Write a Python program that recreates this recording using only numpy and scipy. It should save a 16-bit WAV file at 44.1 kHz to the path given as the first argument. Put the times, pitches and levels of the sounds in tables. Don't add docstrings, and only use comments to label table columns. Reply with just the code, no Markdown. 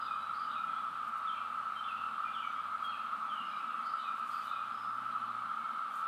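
import sys
import numpy as np
from scipy import signal
from scipy.fft import rfft, irfft
from scipy.io import wavfile
from scipy.ndimage import uniform_filter1d

SR = 44100
rng = np.random.default_rng(int(sys.argv[2]) if len(sys.argv) > 2 else 0)


def log_audio(samples):
    frames = np.atleast_2d(samples).T
    limited = np.clip(frames, -1, 1)
    pcm = np.round(limited * 32767).astype(np.int16)
    wavfile.write(sys.argv[1], SR, pcm)


N = 267951
TIME = np.arange(N) / SR


def gain_of(db):
    return 10 ** (np.asarray(db) / 20)


def unit_rms(x):
    return x / np.sqrt(np.mean(abs(x) ** 2) + 1e-20)


def curve_at(points, hz):
    point_hz, value = np.transpose(points)
    return np.interp(np.log(hz + 1), np.log(point_hz + 1), value)


def add(mix, start_s, sound):
    at = round(start_s * SR)
    sound = sound[max(-at, 0):]
    part = mix[max(at, 0):][:len(sound)]
    part += sound[:len(part)]


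def wander(size, hz):
    lowpass = 1 / (1 + (np.fft.rfftfreq(size, 1 / SR) / hz) ** 4)
    return unit_rms(irfft(rfft(rng.standard_normal(size)) * lowpass, size))


def noise(spectrum, patchy_db):
    real, imag, patches = rng.standard_normal((3, 513, N // 256 + 5))
    patches = uniform_filter1d(patches, size=6, axis=0)
    patches = unit_rms(uniform_filter1d(patches, size=16, axis=1))
    cells = (real + 1j * imag) * gain_of(patchy_db * patches)
    white = signal.istft(cells, nperseg=1024, noverlap=768)[1]
    hz = np.fft.rfftfreq(len(white), 1 / SR)
    return unit_rms(irfft(rfft(white) * gain_of(curve_at(spectrum, hz)))[:N])


# frequency_hz, relative_db
AIR_SPECTRUM = [(40, -32), (85, -20), (130, -10), (300, -6), (400, -8), (1900, -1.5), (2600, -4.5),
                (3800, -5.5), (5600, -21.5), (7000, -24.5), (8600, -19.5), (11000, -27), (15000, -66)]


def yard_air(level_db=-58.5):
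    return gain_of(level_db) * noise(AIR_SPECTRUM, patchy_db=1.4)


# frequency_hz, relative_db
ROAD_SPECTRUM = [(60, -50), (130, -14), (170, -7.5), (225, 3.5), (290, -7), (380, -30.5), (900, -68)]
# peak_s, half_length_s, rise_db
PASSING_VEHICLES = [(0.66, 0.35, 3.5), (2.153, 0.49, 2.5), (3.501, 0.46, 4), (5.15, .4, 4.5)]


def traffic(road_db=-67, whine_hz=512, whine_db=-78.5):
    swell_db = sum(db * np.exp(-((TIME - s) / half) ** 2) for s, half, db in PASSING_VEHICLES)
    rumble = gain_of(road_db + swell_db) * noise(ROAD_SPECTRUM, patchy_db=-0.5)
    whine = np.sin(2 * np.pi * whine_hz * TIME + .6 * wander(N, 4))
    return rumble + gain_of(whine_db) * unit_rms(whine)


def motor(hz, db, octave_db, unsteady_db=1.6, octave_waver_db=3):
    phase = 2 * np.pi * np.cumsum(hz * np.ones(N)) / SR
    octave = gain_of(octave_db + octave_waver_db * wander(N, 5.9)) * np.sin(2 * phase)
    return np.sqrt(2) * gain_of(db + unsteady_db * wander(N, 4)) * (np.sin(phase) + octave)


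# fade_start_s, pitch_hz, level_db
MOTOR_HUMS = [(2.9, 89.4, -74), (0.75, 159, -75)]


def humming_motors(fade_db_per_s=31):
    return sum(motor(hz, db - fade_db_per_s * np.maximum(TIME - fade_s, 0), octave_db=-16)
               for fade_s, hz, db in MOTOR_HUMS)


# time_s, pitch_hz
REV_PITCH = [(4.1, 114), (4.95, 119.7), (5.75, 107.9)]


def revving_motor(start_s=4.02, attack_s=.19, peak_s=5.38, peak_db=-67,
                  swell_db_per_s=8, fade_db_per_s=42):
    hz = np.interp(TIME, *np.transpose(REV_PITCH))
    swell_db = np.minimum(swell_db_per_s * (TIME - peak_s), fade_db_per_s * (peak_s - TIME))
    onset = np.clip((TIME - start_s) / attack_s, 0, 1)
    return onset * motor(hz, peak_db + swell_db, octave_db=-4)


# start_s, length_s, level_db
RUSTLE_STROKES = [(1.065, .04, -66), (1.16, .04, -67), (2.81, 0.082, -67), (3.3, .07, -70),
                  (3.842, 0.052, -69), (4.14, 0.09, -68), (4.21, 0.21, -63.5), (4.34, 0.22, -64),
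                  (5.87, 0.2, -63.5)]
# frequency_hz, relative_db
RUSTLE_SPECTRUM = [(2000, 5), (5000, 2), (8500, 7), (11000, 3.5), (15000, 4.5)]


def rustles(grain_db=2.0, grain_hz=150):
    strokes = np.zeros(N)
    for start_s, length_s, db in RUSTLE_STROKES:
        add(strokes, start_s, gain_of(db) * signal.windows.hann(round(length_s * SR)))
    hiss = noise(RUSTLE_SPECTRUM, patchy_db=1)
    return strokes * unit_rms(hiss * gain_of(grain_db * wander(N, grain_hz)))


# frequency_hz, decay_s
WOODS_DECAY = [(1000, .85), (3000, .8), (7000, .55)]


def woods(sound, echoes_per_s=2000):
    echoes = rng.choice([-1, 1], SR) * (rng.random(SR) < echoes_per_s / SR)
    hz, t, cells = signal.stft(echoes, SR, nperseg=256)
    decay = gain_of(-60 * t / curve_at(WOODS_DECAY, hz)[:, None])
    tail = signal.istft(cells * decay, SR, nperseg=256)[1]
    return signal.fftconvolve(sound, tail / np.linalg.norm(tail))[:N]


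def chirp(length_s, start_hz, middle_hz, end_hz, db, rough, flutter=0.0573, flutter_hz=260):
    progress = np.linspace(0, 1, round(length_s * SR))
    size = len(progress)
    hz = np.polyval(np.polyfit([0, .5, 1], [start_hz, middle_hz, end_hz], 2), progress)
    hz *= 1 + flutter * rough * wander(size, flutter_hz)
    hz *= 1 + .009 * wander(size, 70)
    swell = signal.windows.tukey(size, .5) * gain_of(2.5 * wander(size, 50))
    return gain_of(db) * unit_rms(swell * np.sin(2 * np.pi * np.cumsum(hz) / SR))


def far_chatter(count=260, level_db=-64, low_hz=2200, high_hz=3400):
    song = np.zeros(N)
    for when, length, pitch, glide, softness in rng.random((count, 5)):
        hz = low_hz * (high_hz / low_hz) ** pitch
        fall = .3 * (glide - .3)
        call = chirp(.04 + .07 * length, hz * (1 + fall), hz, hz * (1 - fall), -5 * softness, rough=.3)
        add(song, when * N / SR, call)
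    return gain_of(level_db) * unit_rms(woods(song))


# offset_s, length_s, start_hz, end_hz, relative_db, roughness (0-1)
MOTIF_NOTES = [ (0, .13, 4430, 4740, -64, .9), (.025, .14, 4820, 4790, -69, .12),
               (0.095, 0.14, 3030, 2930, -60, 0.28), (0.165, 0.093, 3900, 3530, -57, .65),
               (.228, 0.0516, 2600, 2380, -53.5, 0.03)]
# start_s, relative_db
MOTIF_ENTRIES = [(-.158, -0.9), (3.812, -0.2)]


def motif_bird(repeat_s=.476):
    song = np.zeros(N)
    for pair_s, pair_db in MOTIF_ENTRIES:
        for start_s in (pair_s, pair_s + repeat_s):
            for offset_s, length_s, start_hz, end_hz, db, rough in MOTIF_NOTES:
                note = chirp(length_s, start_hz, (start_hz + end_hz) / 2, end_hz, db + pair_db, rough)
                add(song, start_s + offset_s, note)
    return song


# start_s, length_s, pitch_hz, relative_db
TREETOP_CALLS = [(2.42, .12, 6150, -78), (2.87, .084, 4210, -66), (3.42, .2, 5000, -75),
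                 (4.696, .23, 5040, -71)]
# start_s, length_s, pitch_hz, relative_db
NEAR_WHISTLES = [ (0, 0.083, 4860, -63), (.199, 0.0405, 3940, -57.5), (.66, .072, 2444, -60),
                 (1.748, 0.075, 3094, -52), (2.232, .05, 2417, -51.5), (2.821, 0.097, 3238, -51),
                 (3.505, 0.055, 3856, -60.5), (3.589, .05, 2556, -57), (5.563, 0.097, 2190, -61)]


def held_notes(notes, fall, rough):
    song = np.zeros(N)
    for start_s, length_s, hz, db in notes:
        add(song, start_s, chirp(length_s, hz * (1 + fall), hz, hz * (1 - fall), db, rough))
    return song


# start_s, length_s, start_hz, end_hz, relative_db
NEAR_SLURS = [ (.746, 0.049, 3230, 3560, -61), (1.264, 0.05, 3630, 2990, -52),
              (1.329, .051, 2500, 2290, -52.5), (1.367, 0.031, 2580, 2800, -54.5),
              (1.835, .035, 3650, 3240, -55), (1.86, 0.067, 3053, 2460, -50.5),
              (1.96, 0.048, 2610, 2910, -51), (2.327, 0.072, 3720, 2680, -50),
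              (2.399, 0.069, 2484, 2240, -53), (2.909, 0.0436, 3100, 2394, -52),
              (3.289, .049, 3350, 2960, -51.5), (3.345, .095, 3062, 2724, -49.5),
              (3.489, 0.069, 2635, 2230, -54.5), (3.679, 0.053, 2945, 2650, -58.5),
              (5.109, 0.047, 4120, 3870, -68)]


def slurs(sag=.012):
    song = np.zeros(N)
    for start_s, length_s, start_hz, end_hz, db in NEAR_SLURS:
        middle_hz = (1 - sag) * np.sqrt(start_hz * end_hz)
        add(song, start_s, chirp(length_s, start_hz, middle_hz, end_hz, db, rough=.3))
    return song


def songbirds(near_direct=.63, near_echo=.77, far_direct=.57, far_echo=.72):
    near = slurs() + held_notes(NEAR_WHISTLES, fall=.008, rough=.071)
    far = motif_bird() + held_notes(TREETOP_CALLS, fall=.0158, rough=.53)
    return near_direct * near + far_direct * far + woods(near_echo * near + far_echo * far)


# pitch_hz, relative_db
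CICADA_SPECTRUM = [(480, -41.5), (620, -26.5), (720, -28), (830, -18.5), (1000, -19), (1080, -14),
                   (1150, -6), (1230, -2), (1315, 1.5), (1365, -4), (1430, -13), (1510, -15), (1760, -29),
                   (2300, -54)]


def far_cicadas(level_db=-40):
    return gain_of(level_db) * noise(CICADA_SPECTRUM, patchy_db=.2)


def near_cicadas(count=130, level_db=-44, waver=.00506, slur=.07, phrase_s=3.5, sharp_ratio=1.004):
    t = np.linspace(0, N / SR, num=400)
    band_hz = np.arange(1100, 1400)
    power_below = np.cumsum(gain_of(curve_at(CICADA_SPECTRUM, band_hz)) ** 2)
    ranks = (np.arange(count) + rng.random(count)) / count
    pitches_hz = sharp_ratio * np.interp(ranks, power_below / power_below[-1], band_hz)
    chorus = np.zeros(N)
    for pitch_hz in pitches_hz:
        phrase = (t / (phrase_s * rng.uniform(.7, 1.3)) + rng.random()) % 1
        effort = np.interp(phrase, [0, .12, .75, .88, 1], [0, 1, 1, 0, 0])
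        droop = np.clip((phrase - .72) / .16, 0, 1)
        hz = pitch_hz * (1 - slur * droop + waver * rng.standard_normal(len(t)))
        cycles = rng.random() + np.cumsum(np.interp(TIME, t, hz)) / SR
        chorus += np.interp(TIME, t, effort) * np.sin((2 * np.pi * cycles).astype(np.float32))
    return gain_of(level_db) * unit_rms(chorus)


def scene():
    yards = yard_air() + near_cicadas() + far_cicadas() + songbirds() + far_chatter()
    return (yards + traffic() + humming_motors() + revving_motor() + rustles())[None]


def record(dry, low_cut_hz=76, dull_hz=15000, edge_hz=15300):
    hz = np.fft.rfftfreq(N + SR, 1 / SR)
    response = 1 / np.sqrt((1 + (low_cut_hz / (hz + 1)) ** 10) * (1 + (hz / dull_hz) ** 12))
    heard = irfft(rfft(dry, N + SR) * response, N + SR)[:, :N]
    band_limit = signal.firwin(511, edge_hz, window=("kaiser", 9), fs=SR)
    return signal.oaconvolve(heard, band_limit[None], "same")


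dry = scene()
out = record(dry)
log_audio(out)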